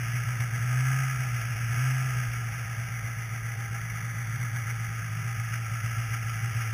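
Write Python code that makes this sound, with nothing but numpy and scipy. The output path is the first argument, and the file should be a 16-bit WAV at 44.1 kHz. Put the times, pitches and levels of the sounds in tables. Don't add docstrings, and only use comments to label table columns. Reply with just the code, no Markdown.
import sys
import numpy as np
from scipy import signal
from scipy.fft import rfft, irfft, next_fast_len
from scipy.io import wavfile
from scipy.ndimage import uniform_filter1d

SR = 44100
rng = np.random.default_rng(int(sys.argv[2]) if len(sys.argv) > 2 else 0)


def log_audio(samples):
    frames = np.atleast_2d(samples).T
    limited = np.clip(frames, -1, 1)
    pcm = np.round(limited * 32767).astype(np.int16)
    wavfile.write(sys.argv[1], SR, pcm)


def how_loud(loudness_db):
    steps = np.asarray(loudness_db, float) / 20
    return 10 ** steps


N = 297189
TIME = np.arange(N) / SR
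IDLE_HZ, IDLE_DB = 116, -35


def rms_one(x):
    return x / np.sqrt(np.mean(x ** 2) + 1e-20)


def in_time(rows):
    s, *columns = np.transpose(rows)
    return [np.interp(TIME, s, column) for column in columns]


def drift(rate):
    r = np.exp(-80 * np.pi * rate / SR)
    chance = rng.standard_normal(N // 40 + 2002)
    slow = signal.lfilter([1], [1, -2 * r, r * r], chance)[2000:]
    return np.interp(np.arange(N) / 40, np.arange(len(slow)), rms_one(slow))


def swells(times, sizes, rise_s):
    kicks, r = np.zeros(N), np.exp(-1 / (rise_s * SR))
    kicks[np.clip((times * SR).astype(int), 0, N - 1)] = sizes
    return signal.lfilter([0, np.e * r / (rise_s * SR)], [1, -2 * r, r * r], kicks)


def coloured(x, spectrum):
    size = next_fast_len(N)
    hz = np.arange(size // 2 + 1) * SR / size + 1
    points, level_db = np.transpose(spectrum)
    gain = how_loud(np.interp(np.log(hz), np.log(points), level_db))
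    return rms_one(irfft(rfft(x, size) * gain, size)[:N])


def resonate(x, modes):
    out = 0
    for k, (hz, width, level_db) in enumerate(modes):
        r = np.exp(-np.pi * width / SR)
        poles = [1, -2 * r * np.cos(2 * np.pi * hz / SR), r * r]
        out = out + (-1) ** k * how_loud(level_db) * signal.lfilter([1 - r, 0, r - 1], poles, x)
    return out


def band(x, low_hz, high_hz):
    return signal.sosfiltfilt(signal.butter(2, [low_hz, high_hz], "band", fs=SR, output="sos"), x)


# t/s, share of the full turn
HEAD_TURN = [(0.0, 0.077), (0.37, 0.56), (1.5, 0.23), (2.25, 0.29), (3.0, 0.67), (3.74, 0.65), (4.15, 0.99),
             (4.6, 0.8), (5.24, 0.33), (6.2, 0.25), (6.74, 0.29)]
# t/s, share of the track speed lost
COASTING = [
    (0.0, 0.21),
    (2.2, 0.03),
    (3.9, 0.34),
    (4.3, 0.84),
    (5.2, 0.95),
    (6.0, 0.69),
    (6.74, 0.7),
]


def level(law):
    idle_db, follows, turned_db, halted_db = law
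    effort = follows * (in_time(RUNNING)[1] - IDLE_DB)
    return idle_db + effort + turned_db * in_time(HEAD_TURN)[0] + halted_db * in_time(COASTING)[0]


# t/s, lag of the drone [cycles], surge level/dB
CATCHES = [(0.066, 0.2, 0.5), (0.123, 0.21, 2.5), (0.253, 0.45, 4), (0.384, 0.26, 7),
           (0.513, 0.3, 3), (0.596, 0.27, 0.5), (1.177, 0.17, 2), (1.315, 0.16, 2),
           (1.427, 0.26, -1.5), (1.553, 0.28, -3.5), (1.687, 0.23, 0), (1.76, 0.19, 0),
           (2.151, 0.16, 2), (2.292, 0.067, -2.5), (2.516, 0.25, -2.5), (2.654, 0.33, -2),
           (2.762, 0.404, 3), (2.894, 0.34, 2), (3.026, 0.3, 4), (3.161, 0.3, 3.5),
           (3.3, 0.29, 2.5), (3.429, 0.19, 3), (3.56, 0.31, 3), (3.694, 0.28, 3.5),
           (3.82, 0.24, 0.5),
           (3.928, 0.14, 0), (4.02, 0.3, 2), (4.149, 0.34, 1), (4.269, 0.32, 1),
                    (4.322, 0.22, 1.5), (4.383, 0.501, 1), (4.511, 0.38, 2), (4.649, 0.33, 0.5),
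                    (4.784, 0.26, 1), (4.892, 0.16, -1), (5.021, 0.24, -1), (5.099, 0.28, 0.5),
                    (5.16, 0.26, 0), (5.232, 0.42, 2), (5.371, 0.32, 4), (5.499, 0.26, 2.5),
                    (5.702, 0.277, 2.5), (5.821, 0.38, 4), (5.959, 0.34, 5.5), (6.093, 0.27, 3.5),
                    (6.244, 0.23, 2.5), (6.347, 0.21, -0.5), (6.413, 0.36, 4.5), (6.54, 0.36, 5.5)]


def catches():
    return np.transpose(CATCHES)


# t/s, drone f/Hz, drone level/dB
RUNNING = [(0.0, 121.6, -31), (0.46, 119.5, -33.5), (0.66, 121.4, -30), (0.8, 128.6, -25),
           (1.0, 132.8, -26.5), (1.13, 130.2, -30), (1.39, 120.3, -32.5), (1.65, 117.2, -30),
           (1.89, 129.4, -26.5), (2.08, 128.8, -29), (2.32, 118.8, -32.5), (3.1, 116.1, -36.5),
           (3.95, 115.8, -36), (4.42, 117.4, -33), (5.0, 115.0, -34.5), (5.9, 115.1, -33.5),
           (6.5, 115.5, -33.5), (6.74, 111.5, -32)]


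def exhaust_drone():
    drone_hz, drone_db = in_time(RUNNING)
    at, lag, surge_db = catches()
    coarse = np.arange(0, N + 50, 50) / SR
    taken = .5 + .5 * np.tanh((coarse[:, None] - at) / .012)
    blend = np.prod(1 - taken + taken * np.exp(-2j * np.pi * lag), axis=1)
    blend = np.interp(TIME, coarse, blend)
    idling = np.clip((131 - drone_hz) / 8, .15, 1)
    surge = swells(at + 0.0102, surge_db + 1.5, rise_s=0.015)
    surge += swells(at + .065, 0.89, rise_s=0.045)
    spurt_hz = swells(at + .03, 9 * lag, rise_s=.025)
    turning_hz = drone_hz - 1.2 * idling + spurt_hz + 0.2626 * drift(6.034)
    angle = 2 * np.pi * np.cumsum(turning_hz) / SR
    loudness = how_loud(drone_db + surge + 0.26 * idling * drift(14.3))
    wave = np.exp(1j * (angle + 0.22 * idling * drift(10.6)))
    lost = uniform_filter1d(taken @ lag, size=130, mode="nearest")
    crank = angle / 2 - np.pi * np.interp(TIME, coarse, lost)
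    return loudness * np.real(blend * wave), crank, surge


# crank multiple, level/dB
ORDERS = [(1, -59), (3, -72.5), (5, -71), (6, -76), (7, -75), (10, -71), (11, -76), (12, -80), (14, -73.5)]
# idle level/dB, dB per dB of drone, dB at full head turn, dB at a halt
DOUBLED_LEVEL = (-65, 1.1, 4.5, -0.7)


def crank_orders(crank, surge):
    effort_db = 0.36 * (in_time(RUNNING)[1] - IDLE_DB) + 0.84 * surge
    crank_hz = np.gradient(uniform_filter1d(crank, size=4000)) * SR / (2 * np.pi)
    sing_hz, sing_width_hz, sing_db = 802, 13, 11
    out = how_loud(level(DOUBLED_LEVEL) - 2 + 2.5 * drift(3.9)) * np.cos(4 * crank)
    for k, order_db in ORDERS:
        singing_db = sing_db * np.exp(-((k * crank_hz - sing_hz) / sing_width_hz) ** 2)
        out += how_loud(order_db + effort_db + singing_db + 2.9 * drift(2.9)) * np.cos(k * crank + k)
    return out


def rocking_block(crank):
    at, lag, surge_db = catches()
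    rock_db = -37.5 - 28 * lag - 0.5 * surge_db
    rocking = swells(at - .015, how_loud(rock_db - 2.5), rise_s=0.012)
    rocking -= swells(at + 0.051, how_loud(rock_db - 7.5), rise_s=0.014)
    return rocking * np.cos(crank)


# t/s, level/dB
NEIGHBOUR = [
    (0.0, 11),
    (1.2, -6),
    (2.5, 1.5),
    (3.4, -3),
    (3.9, 1.5),
    (5.1, -2.5),
    (5.5, -0.5),
    (6.74, -6),
]


def pipe_thumps():
    at, _, surge_db = catches()
    drone_hz = in_time(RUNNING)[0][(at * SR).astype(int)]
    thump_db = -36.5 - surge_db - 2.5 * (drone_hz - IDLE_HZ)
    angle = 2 * np.pi * np.cumsum(162.6 + 1.453 * drift(1.56)) / SR
    hum = how_loud(-74 + 2 * drift(2.2))
    thumps = swells(at - .018, how_loud(thump_db - 10.5), rise_s=0.032)
    return (hum + thumps) * how_loud(in_time(NEIGHBOUR)[0]) * np.cos(angle)


def knocks(crank, jitter_s):
    at = np.flatnonzero(np.diff(np.floor(crank / (2 * np.pi))) > 0)
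    chance = rng.standard_normal((500, 2))[:len(at)]
    out = np.zeros(N)
    late = (jitter_s * SR * chance[:, 0]).astype(int)
    out[np.clip(at + late, 0, N - 1)] = how_loud(0.98 * chance[:, 1])
    cascade = rng.standard_normal(600) * np.exp(-np.arange(600) / 150)
    return rms_one(signal.fftconvolve(out, cascade)[:N])


# t/s, peak level/dB
CLATTERS = [(0.2825, -37), (0.402, -21), (0.5511, -37), (1.4088, -27), (1.565, -35), (1.906, -25),
            (2.33, -34), (2.5212, -28), (3.35, -37), (3.7477, -30.5), (3.899, -26), (4.419, -35),
            (4.56, -22), (4.698, -26), (5.537, -28), (6.136, -26.5), (6.297, -27), (6.6081, -30)]


def shaking(crank):
    at, lag, surge_db = catches()
    jolt_db = 1.17 - lag + 0.25 * surge_db
    throb = how_loud(swells(at + .02, jolt_db, rise_s=.02) + .4 * drift(12))
    pulse = 1 + .13 * np.cos(crank) + .06 * np.cos(2 * crank)
    roar = pulse * how_loud(0.15 * drift(22)) * rng.standard_normal((3, N))
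    hit_s, hit_db = np.transpose(CLATTERS)
    above_db = hit_db - np.interp(hit_s, TIME, level(RATTLE_LEVEL))
    roar *= 1 + swells(hit_s - .004, how_loud(above_db - 17), rise_s=.006)
    firing = np.clip((in_time(RUNNING)[0] - 121) / 10, 0, 1)
    knock_db = np.array([[-8.5], [-13.], [-8.5]]) + 8 * firing
    return throb * (roar + knocks(crank, jitter_s=.00003) * how_loud(knock_db)), throb


# f/Hz, level/dB per Hz
RATTLE = [(530, -76), (900, -13), (1120, -9), (1210, -3.5), (1280, 2.5), (1480, 1.5), (1630, 2), (1850, 2),
          (2040, 5.5), (2860, -13.5), (3430, -10.5), (3760, -17), (3950, -72), (5140, -101), (8690, -120)]
# f/Hz, width [Hz], level/dB
COWL = [(1241.4, 28.4, -2), (1353.5, 23.6, 0.5), (1583, 24, -2), (1694, 28.4, -0.5), (2027, 9.5, 0.5),
        (2230, 69, -5.5), (2517, 77, -17), (2773, 91, -13)]
# idle level/dB, dB per dB of drone, dB at full head turn, dB at a halt
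RATTLE_LEVEL = (-42.5, 0.3449, 4, -0.2)
LOW_COWL, MIDDLE_COWL, TOP_SHELF = (-4, -0.16, -8, 2), (-4, 0.36, -4, -1), (-3.5, 0.01, -14.5, -0.6)


def cowl_rattle(shake):
    cowl = how_loud(-0.5) * rms_one(resonate(shake[0], COWL)) + coloured(shake[1], RATTLE)
    for gain_db, low_hz, high_hz in ((level(LOW_COWL) + 5.5, 1150, 1440),
                                     (level(MIDDLE_COWL) + 6.0, 1480, 1820),
                                     (level(TOP_SHELF) + 13, 2330, 3200)):
        cowl = cowl + (how_loud(gain_db) - 1) * band(cowl, low_hz, high_hz)
    return how_loud(level(RATTLE_LEVEL) + 1.5) * rms_one(cowl)


# f/Hz, width [Hz], level/dB
CASE = [(544, 10.3, 0), (663.5, 86, 2), (796, 94, 3), (992, 70, -1)]
# idle level/dB, dB per dB of drone, dB at full head turn, dB at a halt
CASE_LEVEL = (-57, 0.5, -1.0, -3.5)


def case_ring(shake, throb):
    ring = rms_one(resonate(resonate(shake[2], CASE), CASE))
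    return how_loud(level(CASE_LEVEL) + 1.5) * throb ** 0.5 * ring


# f/Hz, level/dB per Hz
RUMBLE = [(20, -10), (45, -11.5), (90, 2), (150, 3), (200, -7), (300, -16), (500, -12.5), (900, -34.5),
          (1300, -33), (1800, -34)]
# idle level/dB, dB per dB of drone, dB at full head turn, dB at a halt
SHUDDER_LEVEL = (-60.5, 0.09, -0.2, -3.5)


def rumble():
    return how_loud(level(SHUDDER_LEVEL) + 13 + 1.44 * drift(8.8)) * coloured(rng.standard_normal(N), RUMBLE)


def scene():
    drone, crank, surge = exhaust_drone()
    tones = drone + crank_orders(crank, surge) + rocking_block(crank) + pipe_thumps()
    shake, throb = shaking(crank)
    mechanics = cowl_rattle(shake) + case_ring(shake, throb)
    return (np.sqrt(2) * tones + mechanics + rumble())[None]


def slow_sampling(dry):
    edge = signal.firwin(441 * 24 + 1, 0.92 / 441, window=("kaiser", 7.5))
    slow = signal.resample_poly(dry, 80, 441, axis=1, window=edge)
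    held = np.repeat(slow, 6, axis=1)
    return signal.resample_poly(np.pad(held, ((0, 0), (0, 20))), 147, 160, axis=1)[:, :N]


# f/Hz, level/dB
FAINT = [(3400, -22), (4600, -22), (6800, -19), (7500, -15), (8500, -14), (9000, -19), (12000, -20),
         (15000, -18)]


def drop_faint(x):
    hz, _, tiles = signal.stft(x, SR, nperseg=2048, noverlap=1024)
    groups = np.arange(len(hz)) // 6
    power = np.add.reduceat(abs(tiles[0]) ** 2, np.arange(0, len(hz), 6), axis=0)
    loud_rows = groups[(hz > 5000) & (hz < 6500)]
    loud = uniform_filter1d(power[loud_rows].mean(axis=0), size=9)
    below_db = np.interp(hz[::6], *np.transpose(FAINT))[:, None]
    limit = loud * how_loud(2 * (below_db + 2.2 * rng.standard_normal(power.shape)))
    keep = (power > limit)[groups] | (hz < 3400)[:, None]
    return signal.istft(tiles * keep, SR, nperseg=2048, noverlap=1024)[1][:, :N]


def low_pass(x):
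    return signal.sosfilt(signal.butter(12, 15290, fs=SR, output="sos"), x)


def record(dry):
    finished = drop_faint(slow_sampling(dry))
    return low_pass(finished)


dry = scene()
out = record(dry)
log_audio(out)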